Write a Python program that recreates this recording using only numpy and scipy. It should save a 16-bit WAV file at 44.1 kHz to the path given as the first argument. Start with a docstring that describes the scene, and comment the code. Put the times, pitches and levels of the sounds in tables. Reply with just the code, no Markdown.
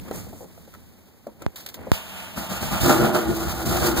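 """Cold start of a V8 car

From the driver's seat, a hand rustles on a camera and knocks its buttons. Two sharp electrical
pops come with the ignition, among clicks and spits of hiss. The fuel pump whirs and the starter
heaves through four compressions. The engine catches, flares and settles, booming in the cabin."""
import sys
import numpy as np
from scipy import signal
from scipy.fft import rfft, irfft
from scipy.io import wavfile
from scipy.ndimage import uniform_filter1d

SR = 44100
rng = np.random.default_rng(int(sys.argv[2]) if len(sys.argv) > 2 else 0)


def generate_wav(signal):
    """Clip the signal to [-1, 1] and save it as 16-bit WAV at the path in sys.argv[1]."""
    frames = np.transpose(np.atleast_2d(signal))
    scaled = np.clip(frames, -1, 1) * 32767
    pcm = np.round(scaled).astype(np.int16)
    wavfile.write(sys.argv[1], SR, pcm)


N = 176400
T, HZ = np.arange(N) / SR, np.fft.rfftfreq(N, 1 / SR)
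PORT_DELAY = 16  # samples between the two microphone openings


def amp(db):
    """Turns decibels into a gain."""
    return 10 ** (np.asarray(db) / 20)


def unit(x):
    """Scales a signal to an average (rms) level of 1."""
    return x / np.sqrt(np.mean(x ** 2) + 1e-20)


def shape(points):
    """Draws a gain for every frequency through (Hz, dB) points."""
    hz, db = np.transpose(points)
    return amp(np.interp(np.log(HZ + 1), np.log(hz), db))


def levels(rows):
    """Draws a gain over time for each dB column of a table."""
    s, *columns = np.transpose(rows)
    return [amp(np.interp(T, s, db)) for db in columns]


def band(lo_hz, hi_hz):
    """A gain that falls steeply outside two frequencies."""
    return 1 / np.sqrt((1 + (lo_hz / (HZ + 1)) ** 10) * (1 + (HZ / hi_hz) ** 10))


def tint(x, gain):
    """Filters a sound and scales it to level 1."""
    return unit(irfft(rfft(x) * gain, N))


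def noise():
    """White noise in two rows: mid (what left and right share) and side (how they differ)."""
    return rng.standard_normal((2, N))


def wander(rate_hz):
    """A random wobble of level 1, mostly slower than rate_hz."""
    return tint(rng.standard_normal(N), 1 / (1 + (HZ / rate_hz) ** 4))


def add(mix, s, sound):
    """Lays a sound into the mix at s seconds."""
    part = mix[:, max(round(s * SR), 0):][:, :sound.shape[1]]
    part += sound[:, :part.shape[1]]


def hiss(flicker_db=1.12):
    """Bright, slightly grainy hiss."""
    # The tone of the hiss. Each row: frequency in Hz, gain in dB.
    colour = [(300, 5), (1200, -2), (2200, -2.5), (3000, -2), (4200, 0), (5700, -2), (7800, -0.5),
              (10000, -5.5), (11200, -7), (12800, 0.5), (15500, -2.5)]
    return tint(noise(), shape(colour) * band(540, 21000)) * amp(flicker_db * wander(67))


def handling(rumble_side_db=4, scrub_db=2):
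    """A hand shifts on the camera, rumbling and rubbing unevenly over faint hiss."""
    # The rustle, early and late. Each row: time in seconds, then rumble, rub and treble in dB.
    early = [(0.0, -39, -56, -54.5), (0.1, -46, -45.5, -52), (0.17, -38.5, -39, -49.5),
             (0.225, -42, -50.5, -48.5), (0.284, -42, -55, -54.5), (0.41, -50.5, -57.5, -59.5),
             (0.542, -52, -58.5, -58.5), (0.698, -51.5, -59.5, -58.5), (1.15, -60.5, -60, -62.5),
             (1.38, -56, -60.5, -64.5)]
    late = [(1.42, -47, -47.5, -61.5), (1.52, -58, -56, -60.5), (1.75, -55, -54.5, -56.5),
            (1.79, -44, -43, -58), (1.9, -47, -47.5, -57.5), (1.98, -51.5, -55, -57)]
    # The tone of the rustle. Each row: frequency in Hz, gain in dB.
    colour = [(25, -10), (45, -5.5), (85, 5.5), (125, -1.5), (200, 3), (300, -4), (550, -6.5), (800, -10),
              (1200, -15), (1800, -19), (3000, -10)]
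    rumble_gain, rub_gain, treble_gain = levels(list(early) + list(late))
    rumble = tint(noise(), shape(colour) * band(20, 365)) * amp([[0], [rumble_side_db]])
    rub = tint(noise(), shape(colour) * band(230, 2240)) * amp(scrub_db * wander(64))
    treble = tint(hiss(), shape([(2000, 0), (4500, -2), (7500, -3.5), (10500, -0.5), (14000, -1)]))
    return amp(-2) * rumble_gain * rumble + amp(1) * rub_gain * rub + amp(4) * treble_gain * treble


def knocks(clack_hz=1330, blow_hz=520, blow_s=0.00041, rise_s=0.0015):
    """Blunt taps on plastic: a short blow, a low ringing body, a clack and a faint tick."""
    # Each row is a tap: start in seconds, then blow, body, clack and tick in dB, ring length factor.
    taps = [(0.1098, -16.5, -33.5, -32, -37.5, 0.55), (0.266, -42, -45, -60, -62, 0.86),
            (0.327, -43, -42.5, -58, -63, 1), (0.405, -41, -41, -60, -60, 0.9),
            (0.425, -48, -47.5, -66, -63, 0.97), (0.44, -52, -49, -66, -61, 0.94),
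            (0.575, -50, -47.5, -53, -60, 0.46), (0.675, -43, -45.5, -60, -65, 0.32),
            (0.737, -59, -66, -41.5, -46.5, 0.83), (0.747, -55, -59, -45, -57, 0.75),
            (1.266, -34, -36, -51, -51, 0.96), (1.418, -37, -43, -38.5, -39, 0.76),
            (1.867, -40, -32, -54, -62, 0.62)]
    # How the plastic rings. Each row: pitch in Hz, level in dB, seconds to fade by 60 dB (t60).
    modes = [(197, -10.5, 0.31), (403, -7, 0.069), (545, 8, 0.044), (690, -4, 0.023)]
    thump_t60, clack_t60, tick_t60 = 0.15, 0.064, 0.051
    out, t = np.zeros((2, N)), np.arange(SR // 5) / SR
    rattles, ticks, thumps = tint(noise(), band(850, 2300)), hiss(), tint(noise(), band(270, 750))
    for s, blow_db, body_db, clack_db, tick_db, ring_length in taps:
        here = slice(round(s * SR), round(s * SR) + len(t))
        age = t / max(ring_length, .1)  # a small factor speeds up the fades
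        detune = 1 + 0.064 * rng.standard_normal(len(modes))
        ring = sum(amp(db - 60 * age / t60) * np.sin(2 * np.pi * hz * d * t)
                   for (hz, db, t60), d in zip(modes, detune))
        body = ring * np.array([[1], [.3]]) + 0.93 * thumps[:, here] * amp(-60 * age / thump_t60)
        clack = np.sin(2 * np.pi * clack_hz * t) * np.array([[1], [0]]) + 0.55 * rattles[:, here]
        sound = amp(body_db + 2) * body * np.minimum(t / rise_s, 1)
        sound += amp(clack_db + 2 - 60 * age / clack_t60) * clack
        sound += amp(tick_db + 4 - 60 * age / tick_t60) * ticks[:, here]
        sound[0] += amp(blow_db) * np.sin(2 * np.pi * blow_hz * t) * t / blow_s * np.exp(1 - t / blow_s)
        add(out, s + .002, sound * np.minimum(t / .0004, 1))
    return out


def scrape(grain_db=1.5):
    """Skin slides over plastic in a bright, fine-grained scrape."""
    # The slide of the hand. 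Each row: time in seconds, level in dB.
    slide = [(0.11, -85), (0.13, -43), (0.16, -37.5), (0.2, -42.5), (0.26, -56), (0.31, -57), (0.39, -49.5),
             (0.437, -51.5), (0.465, -66), (0.62, -62), (0.72, -84)]
    # The tone of the scrape. Each row: frequency in Hz, gain in dB.
    colour = [(1400, -2), (4000, -6), (6800, 2.5), (10000, 3), (14500, -0.5)]
    level, = levels(slide)
    return level * amp(grain_db * wander(300)) * tint(hiss(), shape(colour))


def pops(fall_s=.0035, cut_hz=54, left_share=.8):
    """As the ignition comes on, the voltage jumps and swings back, opposite in left and right."""
    # Each row is a pop: start in seconds, level in dB.
    jumps = [(1.4643, -4), (1.9175, 3.5)]
    # Each pop's rise time in seconds; the louder one is steeper.
    rises = [.00009, .00002]
    out, t = np.zeros((2, N)), np.arange(SR // 6) / SR
    bass_cut = signal.butter(4, cut_hz, "highpass", fs=SR, output="sos")
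    for (s, db), rise_s in zip(jumps, rises):
        right = signal.sosfilt(bass_cut, (1 - np.exp(-t / rise_s)) * np.exp(-t / fall_s))
        left = -left_share * np.pad(right, (PORT_DELAY, 0))[:len(t)]
        add(out, s, amp(db) * np.array([left, right]))
    return out


def spits(snap_s=0.0029, grain_db=1.2):
    """Short snaps and spits of hiss; the last is microphone hiss following the second pop."""
    # Each row: start in seconds, snap and hiss in dB, seconds held, seconds to fade by 60 dB.
    bursts = [(1.558, -41, -38.5, 0.025, 0.32), (1.6613, -32, -41, 0.014, 0.084),
              (1.687, -40, -42.5, 0.0088, 0.053), (1.7413, -39, -39, 0.009, 0.06),
              (1.918, -56, -34, 0.044, 0.14)]
    level = np.zeros(N)
    for s, snap_db, hiss_db, hold_s, t60 in bursts:
        t = np.maximum(T - s, 0)
        level += amp(snap_db) * t / snap_s * np.exp((1 - (t / snap_s) ** 2) / 2)
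        level += np.minimum(t / .001, 1) * amp(hiss_db - 60 * np.maximum(t - hold_s, 0) / t60)
    colour = shape([(400, -8), (1500, 3), (4000, 3.5), (7000, -1), (14000, 2.5)])
    return level * amp(grain_db * wander(740)) * tint(hiss(), colour)


def fuel_pump(tone_boost_db=43, hiss_db=-4.5, waver=0.00554, flutter_db=3):
    """The fuel pump spins with wavering, fluttering tones inside a noisy whir."""
    # The pump's loudness. Each row: time in seconds, level in dB.
    loudness = [(1.91, -83), (1.935, -33.5), (2.05, -42), (2.19, -37.5), (2.34, -43), (2.8, -32.5),
                (3, -69)]
    # Its tones. Each row: pitch in Hz, level in dB before the boost.
    whine = [(188.4, -57), (640.6, -57), (899.0, -57.5), (1432, -57.5)]
    # Its whir. Each row: frequency in Hz, gain in dB.
    colour = [(40, -27), (180, -12), (400, -15.5), (650, -3), (1400, -5), (2100, -8.5), (2800, 1),
              (5000, -19.5)]
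    level, = levels(loudness)
    tones = np.zeros((2, N))
    for hz, db in whine:
        turns = np.cumsum(hz * (1 + waver * wander(38.7))) / SR
        gain = amp(db + tone_boost_db + flutter_db * wander(38))
        tones += gain * np.sqrt(2) * np.sin(2 * np.pi * (turns + rng.random((2, 1))))
    return level * (tones + tint(noise(), shape(colour)) + amp(hiss_db) * hiss())


def through_cabin(drive):
    """Sound from the engine bay rings the cabin and arrives as low thud, boom and higher roar."""
    # Where the cabin and car body ring. Each row: frequency in Hz, peak strength in dB.
    resonances = [(64, 11), (144, 9), (186, 8.5), (219, 8.5), (264, 5.5), (330, 12), (355, 13), (385, 5),
                  (481, 4.5), (611, 8), (676, 7.5), (760, 8), (796, 7), (820, 8), (891, 8), (995, 6),
                  (1206, 3.5), (1350, 4), (1435, 8.5)]
    # The broad tone of the path to the seat. 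Each row: frequency in Hz, gain in dB.
    colour = [(25, -38), (38, -31), (54, -11), (120, -5), (300, -1.5), (420, -5.5), (540, -3), (700, 0),
              (950, -5.5), (1300, 0), (1700, -8), (2200, -14), (3000, -7)]
    peaks = 0
    for hz, db in resonances:
        width_hz = 8.6 + 0.0047 * hz
        peaks += amp(db + 1) ** 2 / (1 + (2 * (HZ - hz) / width_hz) ** 4)
    path = shape(colour) * np.sqrt(1 + peaks)
    return [tint(drive, path * band(lo, hi)) for lo, hi in [(20, 110), (110, 420), (420, 2800)]]


def starter(groan_hz=186, groan_db=-3, rise_s=0.025, release_s=0.051):
    """Each compression gives a thud and a groan of gears; microphone hiss swells with each one."""
    # Each row: start and length in seconds, then thud, boom, gears and microphone hiss in dB.
    strokes = [(2.353, 0.1, -45, -31.5, -33, -32), (2.487, 0.088, -38, -34.5, -29, -30),
               (2.602, 0.08, -36, -28, -32, -29), (2.704, 0.078, -35.5, -23.5, -25, -27)]
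    fades_db = [-3.5, -13, -5.5, -6]  # how those four layers fade over a stroke
    thud, boom, gears = through_cabin(noise() * amp(1.6 * wander(87)))
    turns = np.cumsum(groan_hz * (1 + 0.0404 * wander(30.8))) / SR
    groan = np.sin(2 * np.pi * (turns + rng.random((2, 1))))
    boom = unit(tint(boom, band(160, 230)) + amp(groan_db) * unit(groan))
    layers, out = (thud, boom, gears, hiss()), np.zeros((2, N))
    for s, length, *dbs in strokes:
        t = np.clip(T - s, 0, length + release_s)
        swell = np.minimum(t / rise_s, 1) * np.clip(1 - (t - length) / release_s, 0, 1)
        for db, fade_db, layer in zip(dbs, fades_db, layers):
            out += swell * amp(db + fade_db * t / length) * layer
    return out


def smear(x, mean_delay_s=.012):
    """Paths of different length spread each pulse out in time."""
    delay = mean_delay_s * (1 + np.sin(HZ / 37))
    return tint(x, np.exp(-2j * np.pi * np.cumsum(delay) * SR / N))


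def engine(noise_share=0.78, uneven_db=1.33, puff_cycles=0.66, catch_s=2.797):
    """Uneven firings, each a pressure pulse and a puff of noise, ring the cabin."""
    # The engine's speed. Each row: time in seconds, firings per second.
    speed = [(2.8, 41.3), (2.87, 82), (2.95, 110.5), (3.07, 131), (3.25, 117.4), (3.55, 88), (3.85, 79),
             (4, 68.4)]
    # Each cylinder's strength in dB, in firing order.
    cylinders = [-8, -6, -6, -7, -7, -6, -7, -6]
    # Each row: time in seconds, the engine's thud, boom and roar in dB,
    # then microphone hiss in dB, swelling with each surge.
    loudness = [(2.815, -23, -35, -33, -29), (2.856, -25, -19.5, -20.5, -27),
                (2.88, -34, -14.5, -20, -28.5), (2.905, -45, -13.5, -14.5, -25),
                (2.954, -39, -23.5, -19.5, -31.5), (3.025, -32, -16, -23, -36.5),
                (3.058, -33, -20, -19, -32), (3.124, -44, -24.5, -27, -43.5),
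                (3.154, -40, -19, -19.5, -30.5), (3.214, -51, -28, -26, -39.5),
                (3.268, -36, -31.5, -29.5, -45), (3.286, -35, -19.5, -31.5, -39),
                (3.33, -38, -22, -32, -42), (3.355, -44, -31.5, -33, -38), (3.43, -40, -28, -29.5, -38),
                (3.472, -33, -34.5, -31, -40.5), (3.5, -30, -33, -30, -33.5), (3.558, -39, -36, -36, -42),
                (3.608, -31, -36, -27.5, -37.5), (3.648, -44, -32, -38.5, -42), (3.67, -26, -23, -30, -32),
                (3.778, -33.5, -26.5, -22.5, -33), (3.798, -34, -27, -33.5, -33.5),
                (3.822, -27, -22.5, -20.5, -32), (3.87, -34, -22, -21, -27.5),
                (3.915, -34, -25, -27.5, -36), (3.952, -38, -26.5, -28, -41),
                (3.976, -41, -23.5, -23, -29.5), (3.99, -23, -29, -25, -28.5)]
    rate = np.interp(T, *np.transpose(speed))
    cycles = np.cumsum(rate * (1 + .02 * wander(18.92))) / SR
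    firing = cycles.astype(int)
    strength = amp(np.take(cylinders, firing, mode="wrap") + uneven_db * rng.standard_normal(N)[firing])
    pulses = smear(strength * np.diff(firing, prepend=0) / np.sqrt(rate))
    puff_mid, puff_side = unit(strength * (0.79 + np.exp(-(cycles % 1) / puff_cycles)) * noise())
    mid = np.sqrt(1 - noise_share) * pulses + np.sqrt(noise_share) * puff_mid
    thud, boom, roar = through_cabin(np.array([mid, puff_side]))
    thud_gain, boom_gain, roar_gain, mic_hiss_gain = levels(loudness)
    sound = amp(-1) * thud_gain * thud + amp(-4.5) * boom_gain * boom + amp(-2.4) * roar_gain * roar
    sound += exhaust_drone(boom_gain) + amp(4.5) * mic_hiss_gain * hiss()
    return np.clip((T - catch_s) / 0.016, 0, 1) * sound


def exhaust_drone(boom_gain, smooth_s=0.096, waver=0.00937):
    """The exhaust holds two close, beating tones that slowly follow the boom's loudness."""
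    # Each row is an exhaust tone: pitch in Hz, level in dB relative to boom_gain.
    pitches = [(331, -10), (352, -11)]
    tones = np.zeros(N)
    for hz, db in pitches:
        turns = np.cumsum(hz * (1 + waver * wander(22))) / SR
        tones += amp(db) * np.sqrt(2) * np.sin(2 * np.pi * turns)
    return tones * uniform_filter1d(boom_gain, round(smooth_s * SR)) * np.array([[1], [.5]])


def microphone(mid_side, leak=0.0032, notch=0.16):
    """Two close openings feed each other and cancel some frequencies; returns left and right."""
    # Stereo width. Each row: frequency in Hz, gain of the side against the mid in dB.
    width = [(30, 5), (60, 2), (110, -1), (200, -2), (380, -4.5), (700, -3), (1300, 0), (2400, 0),
             (15000, 0)]
    angle = np.pi * HZ * PORT_DELAY / SR
    mid_gain = np.where(angle < np.pi / 2, 1, abs(np.sin(angle)))
    mid_gain *= mid_gain / np.hypot(mid_gain, notch)  # widens the dips
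    side_gain = abs(np.cos(angle)) * shape(width)
    mid, side = irfft(rfft(mid_side) * np.hypot([mid_gain, side_gain], leak), N)
    return np.array([mid + side, mid - side]) * amp([[-.3], [.3]])


def scene():
    """Everything heard from the driver's seat; the electrical pops skip the microphone."""
    mix = handling() + scrape() + knocks() + spits() + fuel_pump() + starter() + engine()
    return microphone(mix) + pops()


def record(dry):
    """Flattens peaks beyond full scale and cuts the highest treble."""
    cut_hz = 15600
    treble_cut = signal.firwin(511, cut_hz, window=("kaiser", 9), fs=SR)
    return signal.oaconvolve(np.clip(dry, -1, 1), treble_cut[None], "same")


dry = scene()
out = record(dry)
generate_wav(out)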